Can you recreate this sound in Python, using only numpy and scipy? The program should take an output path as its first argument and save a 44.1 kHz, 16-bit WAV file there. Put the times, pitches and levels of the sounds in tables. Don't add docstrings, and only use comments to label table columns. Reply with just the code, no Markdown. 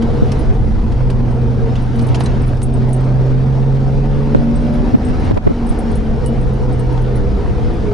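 import sys
import numpy as np
from scipy import signal
from scipy.fft import rfft, irfft, next_fast_len
from scipy.io import wavfile
from scipy.ndimage import uniform_filter1d, minimum_filter1d, map_coordinates

SR = 44100
rng = np.random.default_rng(int(sys.argv[2]) if len(sys.argv) > 2 else 0)


def generate_wav(sig):
    pcm = np.round(np.clip(np.atleast_2d(sig).T, -1, 1) * 32767).astype(np.int16)
    wavfile.write(sys.argv[1], SR, pcm)


def gain_from_db(level_db):
    decades = np.asarray(level_db, float) / 20
    return 10 ** decades


N = 349713
TIME = np.arange(N) / SR


def unit(x):
    return x / np.sqrt(np.mean(x ** 2) + 1e-20)


def along(points, hz):
    f, v = np.transpose(points)
    return np.interp(np.log(hz + 1), np.log(f + 1), v)


def curves(rows):
    s, *cols = np.transpose(rows)
    return [np.interp(TIME, s, c) for c in cols]


def wobble(rate_hz):
    knots = rng.standard_normal(int(N / SR * 60) + 4)
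    return map_coordinates(knots, [TIME * min(rate_hz, 59)])


def swell(s, half_s):
    return np.exp(-((TIME - s) / half_s) ** 2)


def phase(hz):
    return 2 * np.pi * np.cumsum(hz) / SR


def filtered(x, response):
    m = next_fast_len(N + 8192)
    return irfft(rfft(x, m) * response(np.fft.rfftfreq(m, 1 / SR)), m)[..., :N]


def resonances(modes):
    return lambda f: sum(gain_from_db(db) * w * w / ((f - hz) ** 2 + w * w) for hz, w, db in modes)


def noise(spectrum, patchy_db, shake_db):
    z = signal.stft(rng.standard_normal(N + 512), nperseg=512)[2]
    field = uniform_filter1d(rng.standard_normal(z.shape), size=2, axis=0)
    field = uniform_filter1d(field, size=10, axis=1)
    x = signal.istft(z * gain_from_db(patchy_db * unit(field)), nperseg=512)[1][:N]
    return unit(filtered(x, lambda hz: gain_from_db(along(spectrum, hz))) * gain_from_db(shake_db))


def evened(x, span_s):
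    share = 0.5
    level = uniform_filter1d(x ** 2, size=round(span_s * SR))
    return unit(x / (np.abs(level) + 1e-3) ** (share / 2))


# start_s, firing_hz, pressure_db
EXHAUST = [(0.0, 134, -9.5), (0.2, 135.3, -7.5), (0.65, 127.5, -6), (0.85, 122.6, -16.5), (0.98, 124.5, 0),
           (1.5, 125.1, -0.5), (2.1, 125, -0.5), (2.27, 127.5, -1.5), (2.6, 126.9, -0.5), (2.8, 128.2, 0.5),
           (3.3, 130.9, 2.5), (4.25, 140.1, -2.5), (4.95, 151.1, -9), (5.15, 151.9, -15.5),
           (5.5, 143, -21.5), (6.43, 128.8, -5), (7.0, 125.3, -1.5), (7.93, 124.1, -8.5)]
# start_s, load (1 = steady pull)
THROTTLE = [(0, 0.61), (.9, 0.0), (1.15, 1.1), (1.22, 1.21), (1.72, 1.63), (1.8, 0.25), (2.0, 1.27),
            (2.62, 0.85), (2.76, 1.38), (3.4, 1.11), (4.0, 1.04), (4.9, 1.03), (5.1, 0.5), (7.93, 0.011)]
# centre_s, rise_hz, half_s
FLARES = [
    (1.057, 3.206, 0.0849),
    (2.694, 3.36, 0.0507),
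]
# centre_s, level_db, half_s
LIFTS = [
    (0.854, -21, 0.087),
    (1.796, -2.5, 0.11),
    (2.66, -5, 0.089),
    (5.001, -8, 0.067),
    (7.428, -13, 0.11),
    (1.162, -1.5, .03),
]
# shaft_order, level_db
ORDERS = [(3, -5.5), (4, -1.5), (5, -13.5), (6, -7.5), (7, -6.5), (8, -5.5), (9, -6), (10, -26)]
# freq_hz, gain_db
PANELS = [(180, -20), (225, 6), (300, 0), (325, -10), (376, 7.5), (424, 8), (434, -15), (462, 8),
          (500, -3.5), (520, -3.5), (545, 0), (592, 2), (606, -15.5), (800, -21)]


def engine():
    boom_hz, boom_width_hz, boom_db = 134.56, 20, -13.5
    firing_hz, pressure_db = curves(EXHAUST)
    firing_hz = firing_hz + sum(rise_hz * swell(s, half_s) for s, rise_hz, half_s in FLARES)
    pressure_db = pressure_db + sum(db * swell(s, half_s) for s, db, half_s in LIFTS)
    throttle, = curves(THROTTLE)
    off_hz = firing_hz - boom_hz
    shaft_hz = firing_hz / 2
    turn = phase(shaft_hz) + 0.04 * wobble(15)

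    tone_db = boom_db + pressure_db - 20 * np.log10(1 + (off_hz / boom_width_hz) ** 2)
    tone = np.sqrt(2) * gain_from_db(tone_db + 0.45 * wobble(10)) * np.sin(2 * turn)

    upper_db = -30.5 + 0.6 * off_hz + 0.23 * pressure_db
    load = np.sqrt(2) * gain_from_db(upper_db + 2.5 - 9.3 * (1.5 - throttle))
    upper = []
    for k, db in ORDERS:
        level = gain_from_db(db + along(PANELS, k * shaft_hz) + 1.5 * wobble(6.5))
        upper.append(level * np.sin(k * turn + 0.3 * wobble(9)))

    throb = gain_from_db(-22 - 10 * throttle + 5.2 * wobble(3.8)) * np.sin(turn + 0.5 * wobble(7.3))
    across = sum(upper[3:6:2]) - sum(upper[1:5:3])
    return tone + load * sum(upper) + throb, -0.15 * tone + 0.22 * load * across


# centre_s, half_s, peak_db, hum_hz, octave_db
DRIVELINE = [(0.0, 0.078, -15, 229.4, -25.5), (0.675, 0.25, -27.5, 220.8, -46),
             (1.081, 0.048, -31, 236, -37.5), (1.392, 0.245, -24.5, 231.1, -33),
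             (1.67, 0.048, -28, 228, -29), (1.999, 0.061, -20, 233, -31), (2.298, 0.2, -29, 236, -34.5),
             (2.854, 0.28, -26, 231.6, -39.5), (3.347, 0.12, -29, 255, -54), (3.612, 0.2, -35.5, 228, -40),
             (4.102, 0.34, -27, 224, -41.5), (4.654, 0.31, -18.5, 237.6, -48),
             (5.164, 0.22, -25.5, 249.7, -43.5), (5.719, 0.33, -23.5, 233.1, -40),
             (6.037, 0.085, -35.5, 221.8, -57), (6.254, 0.13, -23, 231.5, -32),
             (6.51, 0.041, -25.5, 208, -45), (7.022, 0.044, -30, 208, -40), (7.299, 0.24, -29.5, 197, -29),
             (7.721, 0.18, -30.5, 230, -44), (7.909, 0.047, -33.5, 206, -22)]


def driveline():
    s, half_s, db, hz, octave_db = np.transpose(DRIVELINE)
    shapes = np.array([np.exp(-np.abs((TIME - a) / h) ** 3) for a, h in zip(s, half_s)])
    turn = phase(np.interp(TIME, s, hz)) + 0.15 * wobble(21)
    hum = (gain_from_db(-44.5) + gain_from_db(db) @ shapes) * gain_from_db(2.1 * wobble(16)) * np.sin(turn)
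    octave = gain_from_db(octave_db) @ shapes * gain_from_db(1.8 * wobble(14)) * np.sin(2 * turn)
    return np.sqrt(2) * (hum + octave)


# freq_hz, width_hz, level_db
SHELL = [
    (750, 30, 1.5),
    (884, 41, 1.5),
    (1470, 33, -10.5),
]


def shell():
    throttle, = curves(THROTTLE)
    return gain_from_db(-47 + 4 * throttle) * unit(filtered(rng.standard_normal(N), resonances(SHELL)))


# start_s, coarseness_db, heave_db
ROAD = [(0.0, 3.5, 1.5), (0.5, 4, 2.5), (0.62, 0, 4), (0.88, -0.5, 3.5), (1.15, -0.5, 1.5),
        (1.85, 1.5, -0.5), (2.2, 5, -1), (2.48, 2.5, 4.5), (2.65, -2, -1), (2.85, 2.5, -0.5), (3.7, 1, -2),
        (4.0, 1.5, 1), (4.25, 2, -1), (4.75, 3, 0), (5.3, 5.5, 2), (5.48, 0.5, -1.5), (5.72, 4, -2.5),
        (6.2, 0.5, -0.5), (7.93, 2.5, 0)]
# centre_s, roar_db, half_s
ROAR_SHIFTS = [
    (.78, -2, .15),
    (1.887, -4.5, 0.12),
    (2.7, -2, 0.061),
    (7.92, 2.5, .04),
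]
# freq_hz, level_db
RUMBLE = [(10, -48.5), (20, -1.5), (38, 4), (50, -2), (62, -5), (85, -5.5), (120, -9), (150, -16.5),
          (200, -80)]
# freq_hz, level_db
BODY = [(100, -44), (140, -2.5), (170, 0), (225, 1.5), (265, -4.5), (305, -3), (350, -9), (420, -55.5)]
# freq_hz, level_db
ROAR = [(300, -60), (360, 5.5), (530, 0), (610, -3), (745, 1), (830, -6), (905, -2.5), (1050, -9.5),
        (1500, -21), (2200, -64)]
# freq_hz, level_db
RUSH = [(800, -6.5), (1300, 3.5), (2000, -2.5), (3000, -7.5), (5500, -12.5), (7500, -25.5), (10600, -29),
        (11200, -27.5)]
# freq_hz, level_db
BOOM = [(12, -49), (30, -33.5), (55, -5), (80, 9), (105, 2.5), (130, -34), (150, -10.5), (200, -11),
        (300, -10.5), (400, -59)]
# freq_hz, level_db
CROSS = [(280, -30.5), (350, 4.5), (480, 2.5), (600, 1), (1020, -5.5), (1200, -7), (3000, -21), (7000, -37),
         (11200, -52)]


def road():
    coarse_db, heave_db = curves(ROAD)
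    roar_shift_db = sum(db * swell(s, half_s) for s, db, half_s in ROAR_SHIFTS)
    bumps = 0.5 * wobble(11) + 0.36 * wobble(30)

    low = gain_from_db(-16.5 + heave_db) * evened(noise(RUMBLE, -1.5, 0.48 * bumps), 0.12)
    low += gain_from_db(-24.5 + 0.38 * coarse_db) * noise(BODY, -1.0, 0.45 * bumps)

    high = gain_from_db(-31 + 0.69 * coarse_db + roar_shift_db) * noise(ROAR, 2.5, 0.4 * bumps)
    high += gain_from_db(-41.5 + coarse_db) * noise(RUSH, 2.0, bumps)
    high *= 1 + 0.06 * np.cos(phase(curves(EXHAUST)[0]))

    side = gain_from_db(-22 + 0.4 * coarse_db + 0.6 * heave_db) * noise(BOOM, 3.0, 0.8 * bumps)
    side += gain_from_db(-37.5 + coarse_db) * noise(CROSS, 0.5, 1.1 * bumps)
    side += 0.08 * high
    return low + high, filtered(side, lambda hz: 1 / (1 + (hz / 7000) ** 8) + 0.29) / 1.27


# start_s, level_db
HOWL = [(0.0, -21.5), (0.55, -24), (0.68, -28.5), (1.15, -27), (1.7, -26.5), (1.85, -50), (2.1, -32),
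        (2.5, -40.5), (3.0, -34.5), (5.2, -36), (5.9, -26.5), (6.15, -22), (6.6, -26.5), (7.1, -23),
        (7.93, -26.5)]
# freq_hz, width_hz, level_db
TREAD = [
    (414, 74, -12),
    (478, 22, -5.5),
]
# start_s, outer_hz, outer_db, inner_hz, inner_db
SCRUB = [
    (5.9, 287.3, -58, 507.7, -53),
    (6.3, 297.9, -33.5, 503, -30),
    (7, 320.4, -42, 486.6, -28),
    (7.7, 335, -29, 478, -31),
    (7.93, 344, -49, 474.4, -45),
]


def tyres():
    db, = curves(HOWL)
    howl = filtered(rng.standard_normal((2, N)), resonances(TREAD))
    mid, side = gain_from_db(db - 4.5) * evened(howl, 0.054)
    outer_hz, outer_db, inner_hz, inner_db = curves(SCRUB)
    outer = phase(outer_hz) + 0.5 * wobble(9.9)
    mid += gain_from_db(outer_db + 3.1 * wobble(9)) * (np.sin(outer) + 0.32 * np.sin(2 * outer))
    inner = gain_from_db(inner_db + 0.92 * wobble(5.8)) * np.sin(phase(inner_hz) + 0.5 * wobble(8.5))
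    return mid + inner, 0.5 * side + 0.1 * mid + 0.4 * inner


# start_s, burst_db, knock_db, ring_hz, ring_db
TICKS = [(0.022, -22, -40, 3000, -33), (0.317, -21, -35, 5400, -26), (0.919, -28, -29, 3290, -42),
         (1.005, -38, -22, 900, -28), (1.0995, -21, -25, 4549, -44), (1.7545, -27, -29, 2800, -26),
         (1.762, -32, -40, 3400, -32), (1.991, -24, -38, 4500, -34), (2.008, -29, -36, 2900, -35),
         (2.086, -28, -37, 2703, -36), (2.1448, -13, -18, 3060, -20), (2.155, -30, -30, 6400, -31),
         (2.2045, -16, -16, 3800, -28), (2.2585, -23, -36, 6100, -28), (2.4443, -28, -28, 2170, -33),
         (2.5321, -36, -26, 1600, -36), (2.568, -35, -30, 5000, -42), (2.6155, -26, -30, 2700, -34.5),
         (4.359, -34, -36, 3500, -38), (4.4862, -33, -29, 1520, -38), (4.8753, -31, -28, 1750, -35),
         (5.266, -27, -26, 1640, -33), (5.309, -36, -22, 997, -23), (5.342, -25, -28, 2500, -40),
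         (5.372, -20, -10, 1000, -16), (5.408, -38, -26, 1500, -34), (5.469, -29, -22, 2100, -32),
         (6.261, -41, -34, 4500, -40), (6.975, -30, -23, 3220, -35), (7.458, -38, -24, 700, -29)]


def trim():
    padded_below_hz, crisp_hz = 2200, 5000
    out, t = np.zeros(N + SR), np.arange(SR // 4) / SR
    grit = rng.standard_normal((len(TICKS), 2, len(t)))

    def band(order, low_hz, high_hz, x):
        return signal.sosfilt(signal.butter(order, [low_hz, high_hz], "band", fs=SR, output="sos"), x)

    bright = band(4, 800, 6500, grit[:, 0])
    padded = band(2, 800, 3000, grit[:, 0])
    dull = band(2, 350, 1000, grit[:, 1])
    for i, (s, db, knock_db, hz, ring_db) in enumerate(TICKS):
        wide = grit[i, 0]
        top = padded[i] if hz < padded_below_hz else bright[i]
        burst = 0.33 * gain_from_db(db) * (unit(top) + 0.87 * min(1, hz / crisp_hz) ** 2 * wide)
        knock = 0.86 * gain_from_db(knock_db) * unit(dull[i])
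        fuzz = 0.00006 * hz * np.cumsum(wide)
        ring = gain_from_db(ring_db - 60 * t / 0.046) * np.sin(2 * np.pi * hz * t + fuzz)
        tick = (burst + knock) * gain_from_db(-60 * t / 0.06) + ring
        out[round(s * SR):][:len(t)] += tick * (1 - np.exp(-t / 0.0013))
    return out[:N]


# start_s, length_s, peak_db, freq_hz (negative = outward first)
FLAPS = [
    (.2213, .0062, 2.5, 225),
    (.2258, .009, 0, -125),
    (4.347, .0040, 6.5, 440),
    (4.3500, .0095, 3.5, 235),
    (5.3102, .0042, 2.5, 310),
    (5.4655, .009, 1.5, 150),
]


def flaps():
    out = np.zeros(N)
    for s, length_s, db, hz in FLAPS:
        u = np.clip((TIME - s) / length_s, 0, 1)
        out -= gain_from_db(db) * np.sin(np.pi * u) ** 1.5 * np.sin(2 * np.pi * hz * length_s * u)
    return out


# start_s, upper_pair_db, lower_pair_db
JINGLE = [(.2583, -51, -60), (0.3163, -54.5, -50), (0.392, -39.5, -54), (.6474, -52, -55),
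          (1.099, -55, -52), (1.3076, -54, -43), (1.8195, -46.5, -46), (1.958, -41.5, -44),
          (2.0145, -49.5, -36), (2.025, -43.5, -46), (2.0674, -37, -35), (2.1447, -47.5, -52),
          (2.2, -35.5, -37), (2.236, -33, -29), (2.418, -44, -38.5), (2.4603, -40.5, -43),
          (2.478, -39.5, -52), (2.535, -54, -56), (2.616, -43.5, -36.5), (2.628, -28, -22),
          (2.736, -40.5, -34), (2.775, -52, -51), (2.891, -44, -53), (2.9302, -25.5, -23.5),
          (3.005, -52.5, -44), (3.045, -53, -47), (4.556, -45, -33.5), (4.6009, -53, -49),
          (4.6169, -57, -47), (4.738, -46, -60), (5.048, -43, -28), (5.085, -48.5, -38), (5.1961, -50, -52),
          (5.2445, -47.5, -43), (5.362, -46.5, -51), (5.666, -40.5, -38), (5.691, -34, -30),
          (5.725, -45.5, -47), (5.7884, -35.5, -38), (5.9136, -43, -44), (5.9546, -33.5, -32),
          (6.245, -52.5, -54), (6.26, -29, -24), (6.412, -45.5, -40), (6.4777, -56, -54),
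          (6.5331, -51.5, -54), (6.6254, -52, -59), (6.724, -48, -37), (6.794, -35, -38),
          (6.9247, -49, -56), (7.0179, -47, -49), (7.156, -40, -52), (7.7356, -49.5, -47)]
# delay_s, level_db
SWING = [
    (0, 1),
    (.006, -8),
    (0.013, -8.5),
    (.027, -21),
]
# freq_hz, level_db, t60_s
TAG = [
    (8150, -7, .035),
    (8425, -2.5, .042),
    (10355, -4.5, .055),
    (10405, -3.5, .055),
    (6450, -18, .04),
    (9350, -20, .03),
]


def tag():
    scatter, sway_db = 0.3, 3
    out, t = np.zeros(N + SR), np.arange(SR // 10) / SR
    rise = 1 - np.exp(-t / 0.0024)
    for s, upper_db, lower_db in JINGLE:
        for delay_s, loss_db in SWING:
            late, tilt = rng.uniform(-1, 1, 2)
            high_db = upper_db + loss_db + sway_db * tilt
            low_db = lower_db + loss_db - sway_db * tilt
            ring = np.zeros(len(t))
            for hz, mode_db, t60_s in TAG:
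                a, b = rng.standard_normal(2)
                db = (high_db if hz > 10000 else low_db) + mode_db + 2 * a
                ring += gain_from_db(db - 60 * t / t60_s) * np.sin(2 * np.pi * hz * (1 + 0.0018 * b) * t)
            crack = gain_from_db(high_db - 2.5 - 60 * t / 0.011) * np.diff(rng.standard_normal(len(t) + 1))
            start = round((s + delay_s * (1 + scatter * late)) * SR)
            out[start:][:len(t)] += ring * rise + crack
    return out[:N]


# start_s, length_s, peak_db, centre_hz
GUSTS = [(0.413, 0.02, -14, 110.3), (0.522, 0.0073, -20, 200.3), (1.064, 0.025, -11, 80),
         (2.084, 0.055, -5, 90), (4.363, 0.064, -7.5, 150.4), (4.934, 0.044, 6.5, 248),
         (5.085, 0.015, -11.5, 120.4), (5.265, 0.045, -11, 120), (5.316, 0.027, -11, 200),
         (5.356, 0.04, -6, 450), (5.45, 0.018, -5, 250), (5.464, 0.02, 3, 400), (5.489, 0.048, -4.5, 350),
         (5.702, 0.016, -2.5, 100)]


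def gusts():
    out, f = np.zeros(N + SR), np.fft.rfftfreq(4096, 1 / SR)
    for s, length_s, db, hz in GUSTS:
        eddy = rfft(rng.standard_normal(4096))
        u = np.arange(round(length_s * SR)) / (length_s * SR)
        turbulence = irfft(eddy * f / hz / (1 + (f / hz) ** 4.5))[:len(u)]
        slap = np.sin(np.pi * u ** 0.8) ** 1.5 * turbulence
        out[round(s * SR):][:len(u)] += gain_from_db(db) * slap / np.abs(slap).max()
    return out[:N]


# start_s, freq_hz, level_db, t60_s
PINGS = [
    (2.208, 722, -10, 0.031),
    (2.2595, 4000, -26.5, 0.063),
    (2.2612, 4280, -35, 0.04),
    (6.262, 2930, -38, 0.26),
]


def fastener():
    out = np.zeros(N)
    for s, hz, db, t60_s in PINGS:
        t = TIME - s
        out += (t > 0) * gain_from_db(db - 60 * np.abs(t) / t60_s) * np.sin(2 * np.pi * hz * t)
    return out


# start_s, level_db, freq_hz
THUDS = [
    (5.26, -12, 82.4),
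    (5.322, -7, 106.3),
    (5.452, -13.5, 98.6),
    (7.328, -7, 54.9),
]


def suspension():
    out, peak_s = np.zeros(N), 0.013
    for s, db, hz in THUDS:
        t = np.clip(TIME - s, 0, 1)
        out += gain_from_db(db) * t / peak_s * np.exp(1 - t / peak_s) * np.sin(2 * np.pi * hz * t)
    return out


def scene():
    motor_mid, motor_side = engine()
    road_mid, road_side = road()
    tyre_mid, tyre_side = tyres()
    ticks, metal = trim() + fastener(), tag()
    mid = motor_mid + driveline() + shell() + road_mid + tyre_mid + suspension() + ticks + metal
    side = motor_side + road_side + tyre_side + 0.3 * np.roll(ticks, 30) + flaps() + gusts()
    side += 0.08 * metal + 0.25 * np.imag(signal.hilbert(metal))
    return np.array([mid + side, mid - side])


# start_s, difference_dip_db, sum_dip_db, hold_s
DUCKS = [
    (4.956, -17, -3.5, 0.05),
    (5.321, -1, -7.5, 0.062),
    (5.380, 0, -8, .05),
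    (5.389, -11, -1.5, 0.045),
    (5.523, -31, -1, 0.055),
]


def wind_filter(pair):
    dip_db = np.zeros((2, N))
    for s, side_db, mid_db, hold_s in DUCKS:
        dip_db += np.outer([mid_db, side_db], (TIME > s) / (1 + (np.abs(TIME - s) / hold_s) ** 4))
    ducked = filtered(pair, lambda hz: [hz / (hz + 60), 1 / (1 + (hz / 1500) ** 2)])
    return pair + ducked * (gain_from_db(uniform_filter1d(dip_db, size=90, axis=1)) - 1)


def roll_off(x):
    return signal.sosfilt(signal.butter(12, 11760, fs=SR, output="sos"), x)


def record(dry):
    mid, side = wind_filter(np.array([dry[0] + dry[1], dry[0] - dry[1]]) / 2)
    need = np.minimum(1, 0.5 / (np.abs(mid) + 1e-9))
    mid = mid * 0.95 * uniform_filter1d(minimum_filter1d(need, size=400), size=300)
    x = np.array([mid + side, mid - side])
    x = x / (1 + np.abs(x / 0.99) ** 16) ** (1 / 16)
    mix = filtered(x, lambda hz: hz < 11050)
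    return roll_off(mix)


dry = scene()
out = record(dry)
generate_wav(out)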